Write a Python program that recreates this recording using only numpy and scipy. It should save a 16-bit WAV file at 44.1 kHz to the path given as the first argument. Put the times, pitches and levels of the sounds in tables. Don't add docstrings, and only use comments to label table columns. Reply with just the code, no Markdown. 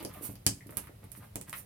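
import sys
import numpy as np
from scipy import signal
from scipy.fft import rfft, irfft, next_fast_len
from scipy.io import wavfile
from scipy.ndimage import uniform_filter1d

SR = 44100
rng = np.random.default_rng(int(sys.argv[2]) if len(sys.argv) > 2 else 0)


def put_to_file(sound):
    columns = np.atleast_2d(sound).T
    safe = np.clip(columns, -1, 1)
    whole_steps = np.round(safe * 32767)
    wavfile.write(sys.argv[1], SR, whole_steps.astype(np.int16))


N = 72765
TIME = np.arange(N) / SR
TAP_SAMPLES = 44


def from_db(db):
    return 10 ** (np.asarray(db) / 20)


def unit(x, size=N):
    return x * np.sqrt(size / (np.sum(x ** 2, axis=-1, keepdims=True) + 1e-20))


def colour(x, points):
    size = next_fast_len(N + 8192)
    hz, db = np.transpose(points)
    bin_hz = np.arange(size // 2 + 1) * SR / size
    gain = from_db(np.interp(np.log(bin_hz + 1), np.log(hz), db))
    cepstrum = irfft(np.log(gain), size)
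    cepstrum[1:size // 2] *= 2
    cepstrum[size // 2 + 1:] = 0
    return irfft(rfft(x, size) * np.exp(rfft(cepstrum)), size)[..., :N]


def passband(x, hz, kind):
    return signal.sosfilt(signal.butter(2, hz, kind, fs=SR, output="sos"), x + 1e-18)


def band(x, hz, octaves):
    return passband(x, [hz / 2 ** octaves, min(hz * 2 ** octaves, .47 * SR)], "band")


def swell(s, half_s):
    return np.exp(-np.minimum(((TIME - s) / half_s) ** 2, 60))


def impulse(s):
    return 1. * (np.arange(N) == int(s * SR))


def grit(grain_db):
    return rng.standard_normal(N) * from_db(grain_db * np.minimum(rng.exponential(1, N), 5))


def reverberation(t60, build_s=0.0006, smooth_hz=160):
    t = TIME[:SR // 2]
    noise = rng.standard_normal(len(t)) * from_db(-60 * t / t60) * (1 - np.exp(-t / build_s))
    spectrum = rfft(noise, 2 * len(t))
    power = uniform_filter1d(np.abs(spectrum) ** 2, size=int(2 * len(t) * smooth_hz / SR))
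    return irfft(spectrum * np.sqrt(power.mean() / power))[:len(t)]


def room(direct, scattered, left_lag_s=0, left_echoes=(), treble_hz=7640):
    left, right = [*left_echoes, (.0150, -14)], [(.0092, -9)]
    sides = []
    for lag, echoes in ((left_lag_s, left), (0, right)):
        early = impulse(lag) + sum(from_db(db) * impulse(lag + s) for s, db in echoes)
        tail = passband(reverberation(t60=0.17), treble_hz, "low")
        tail += passband(reverberation(t60=0.099), treble_hz, "high")
        tail += from_db(-15.5) * reverberation(t60=0.32)
        near = signal.fftconvolve(direct, unit(early[:len(tail)], size=1))
        sides.append(near + signal.fftconvolve(scattered, unit(tail, size=1)))
    return np.array(sides)[:, :N]


def background():
    # f/Hz, relative level/dB
    rumble_spectrum = [(20, -53), (32, -49), (42, -1), (62, -4.5), (110, 3.5), (160, -4), (210, -7),
                       (300, -28.5), (600, -21), (2000, -69.5)]
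    hiss_spectrum = [(30, -10), (90, -25), (300, 8), (600, 4), (1200, 3.5), (2000, 1.5), (3500, -6.5),
                     (6000, -11), (10000, -13), (16000, -0.5)]
    rumble = unit(colour(rng.standard_normal(N), rumble_spectrum))
    hiss = unit(colour(rng.standard_normal((2, N)), hiss_spectrum))
    return from_db(-55.5) * rumble + from_db(-57.5) * hiss


def distant_knocks():
    # t/s, level/dB, centre f/Hz, half width/octaves
    taps = [(0.608, -41.5, 1920, 0.16), (0.6931, -42, 1260, 0.63), (0.724, -43, 1500, 0.33),
            (0.872, -40.5, 1450, 0.43), (1.151, -43.5, 1440, 0.56), (1.5296, -27.5, 1550, 0.56),
            (1.539, -32, 1560, 0.48)]
    return sum(from_db(db) * unit(band(impulse(s), hz, width), TAP_SAMPLES) for s, db, hz, width in taps)


def fur_brushes():
    # middle t/s, half length/s, level/dB
    strokes = [(-0.006, 0.03, -50), (0.088, 0.015, -53), (0.14, 0.02, -56), (0.181, 0.024, -55),
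               (0.225, 0.0024, -45.5), (0.25, 0.024, -35), (0.314, 0.021, -49.5), (0.731, 0.038, -57.5),
               (0.838, 0.016, -58.5), (1.173, 0.017, -49), (1.243, 0.028, -58), (1.497, 0.018, -48),
               (1.578, 0.028, -41.5)]
    # f/Hz, relative level/dB
    fur_spectrum = [(1000, -1.5), (3800, -11), (6500, -5), (9000, 2), (12000, 2.5), (14500, 17.5),
                    (16000, 1.5)]
    envelope = sum(from_db(db) * swell(s, half) for s, half, db in strokes)
    return envelope * unit(colour(grit(grain_db=-1.5), fur_spectrum))


def tile_pats():
    # t/s, level/dB, centre f/Hz
    pats = [(.026, -38, 338), (.053, -31.5, 413), (.210, -39.5, 376), (0.23, -40, 295), (.296, -41.5, 600),
            (0.693, -40.5, 346), (.894, -44, 398), (1.365, -37.5, 500)]
    return sum(from_db(db) * unit(band(impulse(s), hz, octaves=0.69), TAP_SAMPLES) for s, db, hz in pats)


def ball_rolls():
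    # middle t/s, half length/s, level/dB, centre f/Hz, half width/octaves
    scuffs = [(0.009, 0.013, -47.5, 524, 1.35), (0.005, 0.0078, -45.5, 1420, 1.28),
              (0.023, 0.0028, -44.5, 1580, 0.15), (0.068, 0.012, -54, 644, 0.87),
              (0.104, 0.021, -53, 1360, 0.64), (0.161, 0.021, -52.5, 694, 0.25),
              (0.166, 0.036, -54, 1530, 0.55), (0.17, 0.03, -53.5, 1125, 0.086),
              (0.261, 0.047, -56, 1110, 1.1), (0.734, 0.011, -53.5, 387, 0.79),
              (0.78, 0.019, -48, 694, 1.42), (0.844, 0.021, -57, 1440, 0.65),
              (1.038, 0.01, -53.5, 850, 1.12), (1.228, 0.022, -52.5, 950, 0.84),
              (1.48, 0.012, -53, 1420, 0.64)]
    return sum(from_db(db) * swell(s, half) * unit(band(grit(grain_db=6.0), hz, width))
               for s, half, db, hz, width in scuffs)


def floor_thuds():
    # t/s, level/dB, upper edge f/Hz (higher for a harder contact)
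    bumps = [(0.049, -37, 500), (0.172, -43.5, 304), (0.29, -31.5, 213), (0.4660, -23, 262),
             (0.662, -40, 315), (0.771, -38.5, 285), (1.042, -41.5, 207), (1.176, -42.5, 242),
             (1.357, -36, 330), (1.419, -46.5, 240), (1.490, -43.5, 212)]
    # f/Hz, level/dB, t60/s
    low_modes = [(97.3, -4, 0.076), (132.5, -7, 0.1), (195, -6, 0.14), (281.3, -11, 0.27),
                 (379.3, -11.5, 0.256), (603, 0, 0.027)]
    pushes = sum(from_db(db) * passband(impulse(s), hz, "low") for s, db, hz in bumps)
    t = TIME[:SR // 2]
    body = sum(from_db(db - 60 * t / t60) * np.cos(2 * np.pi * hz * t) for hz, db, t60 in low_modes)
    tails = unit(band(rng.standard_normal((2, len(t))), hz=330, octaves=1.0), size=len(t))
    tails *= from_db(-13.5 - 60 * t / 0.25)
    boom = unit(band(rng.standard_normal(len(t)), hz=137, octaves=0.97), size=len(t))
    boom *= from_db(-10.5 - 60 * t / 0.33)
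    return np.array([signal.fftconvolve(pushes, body + boom + tail)[:N] for tail in tails])


def shell_contact(s, bass_lag_s=.0004, on_time_hz=8000):
    hz = np.arange(N // 2 + 1) * SR / N
    phase_delay = s + bass_lag_s * (1 - hz / (2 * on_time_hz))
    return irfft(np.exp(-2j * np.pi * hz * phase_delay), N)


def shell_clicks():
    # t/s, tick level/dB, tick f/Hz, clack level/dB, ring level/dB, room share/dB
    slips = [(0.0279, -51, 8500, -48.5, -68, 4), (0.0495, -36, 10400, -47.5, -33.5, -2),
             (0.1381, -58, 12500, -53.5, -66, 6.5), (0.3552, -60, 13500, -53.5, -50.5, 0),
             (0.4652, -13, 7840, -25.5, -15.5, -3), (0.6696, -46.5, 13900, -60, -59, 1),
             (0.7075, -42, 14000, -64, -81, -1), (0.7704, -23.5, 11900, -37, -55, 1),
             (0.8714, -55, 11400, -56.5, -60, -3), (1.0413, -55.5, 10200, -60, -76, 3),
             (1.1178, -37.5, 11800, -53, -57, 0.5), (1.3573, -30.5, 7500, -37, -59, -3.5),
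             (1.413, -37.5, 8300, -46.5, -56, -2), (1.4959, -38.5, 8040, -49, -52, -5),
             (1.5284, -42, 9800, -49, -53, 2.5)]
    # f/Hz, relative level/dB
    clack_spectrum = [(60, 7), (200, -3.5), (500, 4.5), (1000, 2), (1700, 1), (2400, 2.5), (3100, -3),
                      (3700, -8), (4900, -14.5), (8000, -11), (16000, 7.5)]
    # f/Hz, relative level/dB, t60/s
    shell_modes = [(1710, -1, 0.021), (2440, -4, 0.014), (3090, -0.5, 0.019), (4720, 12, 0.006),
                   (5630, 16.5, 0.0022), (6830, 9.5, 0.0033)]
    t = TIME[:SR // 20]
    bin_hz = np.arange(1, len(t) // 2 + 1) * SR / len(t)
    clack = from_db(27.5) * colour(impulse(0), clack_spectrum)[:len(t)]
    ring = sum((-1) ** k * from_db(db - 60 * t / t60) * np.sin(2 * np.pi * hz * t)
               for k, (hz, db, t60) in enumerate(shell_modes))
    ring = unit(ring, TAP_SAMPLES)
    direct, scattered = np.zeros((2, N))
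    for s, tick_db, tick_hz, clack_db, ring_db, room_db in slips:
        resonator = signal.iirpeak(tick_hz, Q=3.37, fs=SR)
        tick = unit(signal.lfilter(*resonator, impulse(0)[:len(t)] + 1e-18), TAP_SAMPLES)
        parts = ((tick_db, tick), (clack_db, clack), (ring_db, ring))
        power = sum(np.abs(from_db(db) * rfft(part)[1:]) ** 2 for db, part in parts)
        click = colour(shell_contact(s), np.transpose([bin_hz, 10 * np.log10(power)]))
        direct += click
        scattered += from_db(room_db) * click
    return direct, scattered


def scene():
    # delay/s, level/dB
    tile_echo = [(.0009, 0)]
    rustle = fur_brushes() + ball_rolls()
    mix = room(*shell_clicks(), left_lag_s=.0005, left_echoes=tile_echo)
    for source, room_db in ((rustle, -0.5), (distant_knocks(), 2), (tile_pats(), 1)):
        mix += room(source, from_db(room_db) * source)
    return mix + floor_thuds() + background()


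def record(dry):
    # f/Hz, level/dB
    left_mic = [(300, 1), (700, -2), (1500, -7), (4000, 0), (6200, 0.5), (9000, -4.5), (11000, -10.5),
                (14500, -13)]
    right_mic = [(300, 1), (700, -2), (1500, -8.5), (4000, -1), (6200, -5.5), (9000, 6), (10700, 8.5),
                 (14000, -1.5), (15500, -10)]
    heard = np.array([colour(dry[0], left_mic), colour(dry[1], right_mic)])
    heard = passband(heard, hz=35, kind="high")
    heard = .8 * np.tanh(heard / .8)
    top_cut = signal.ellip(8, .2, 70, 16300, fs=SR, output="sos")
    return signal.sosfilt(top_cut, heard)


dry = scene()
out = record(dry)
put_to_file(out)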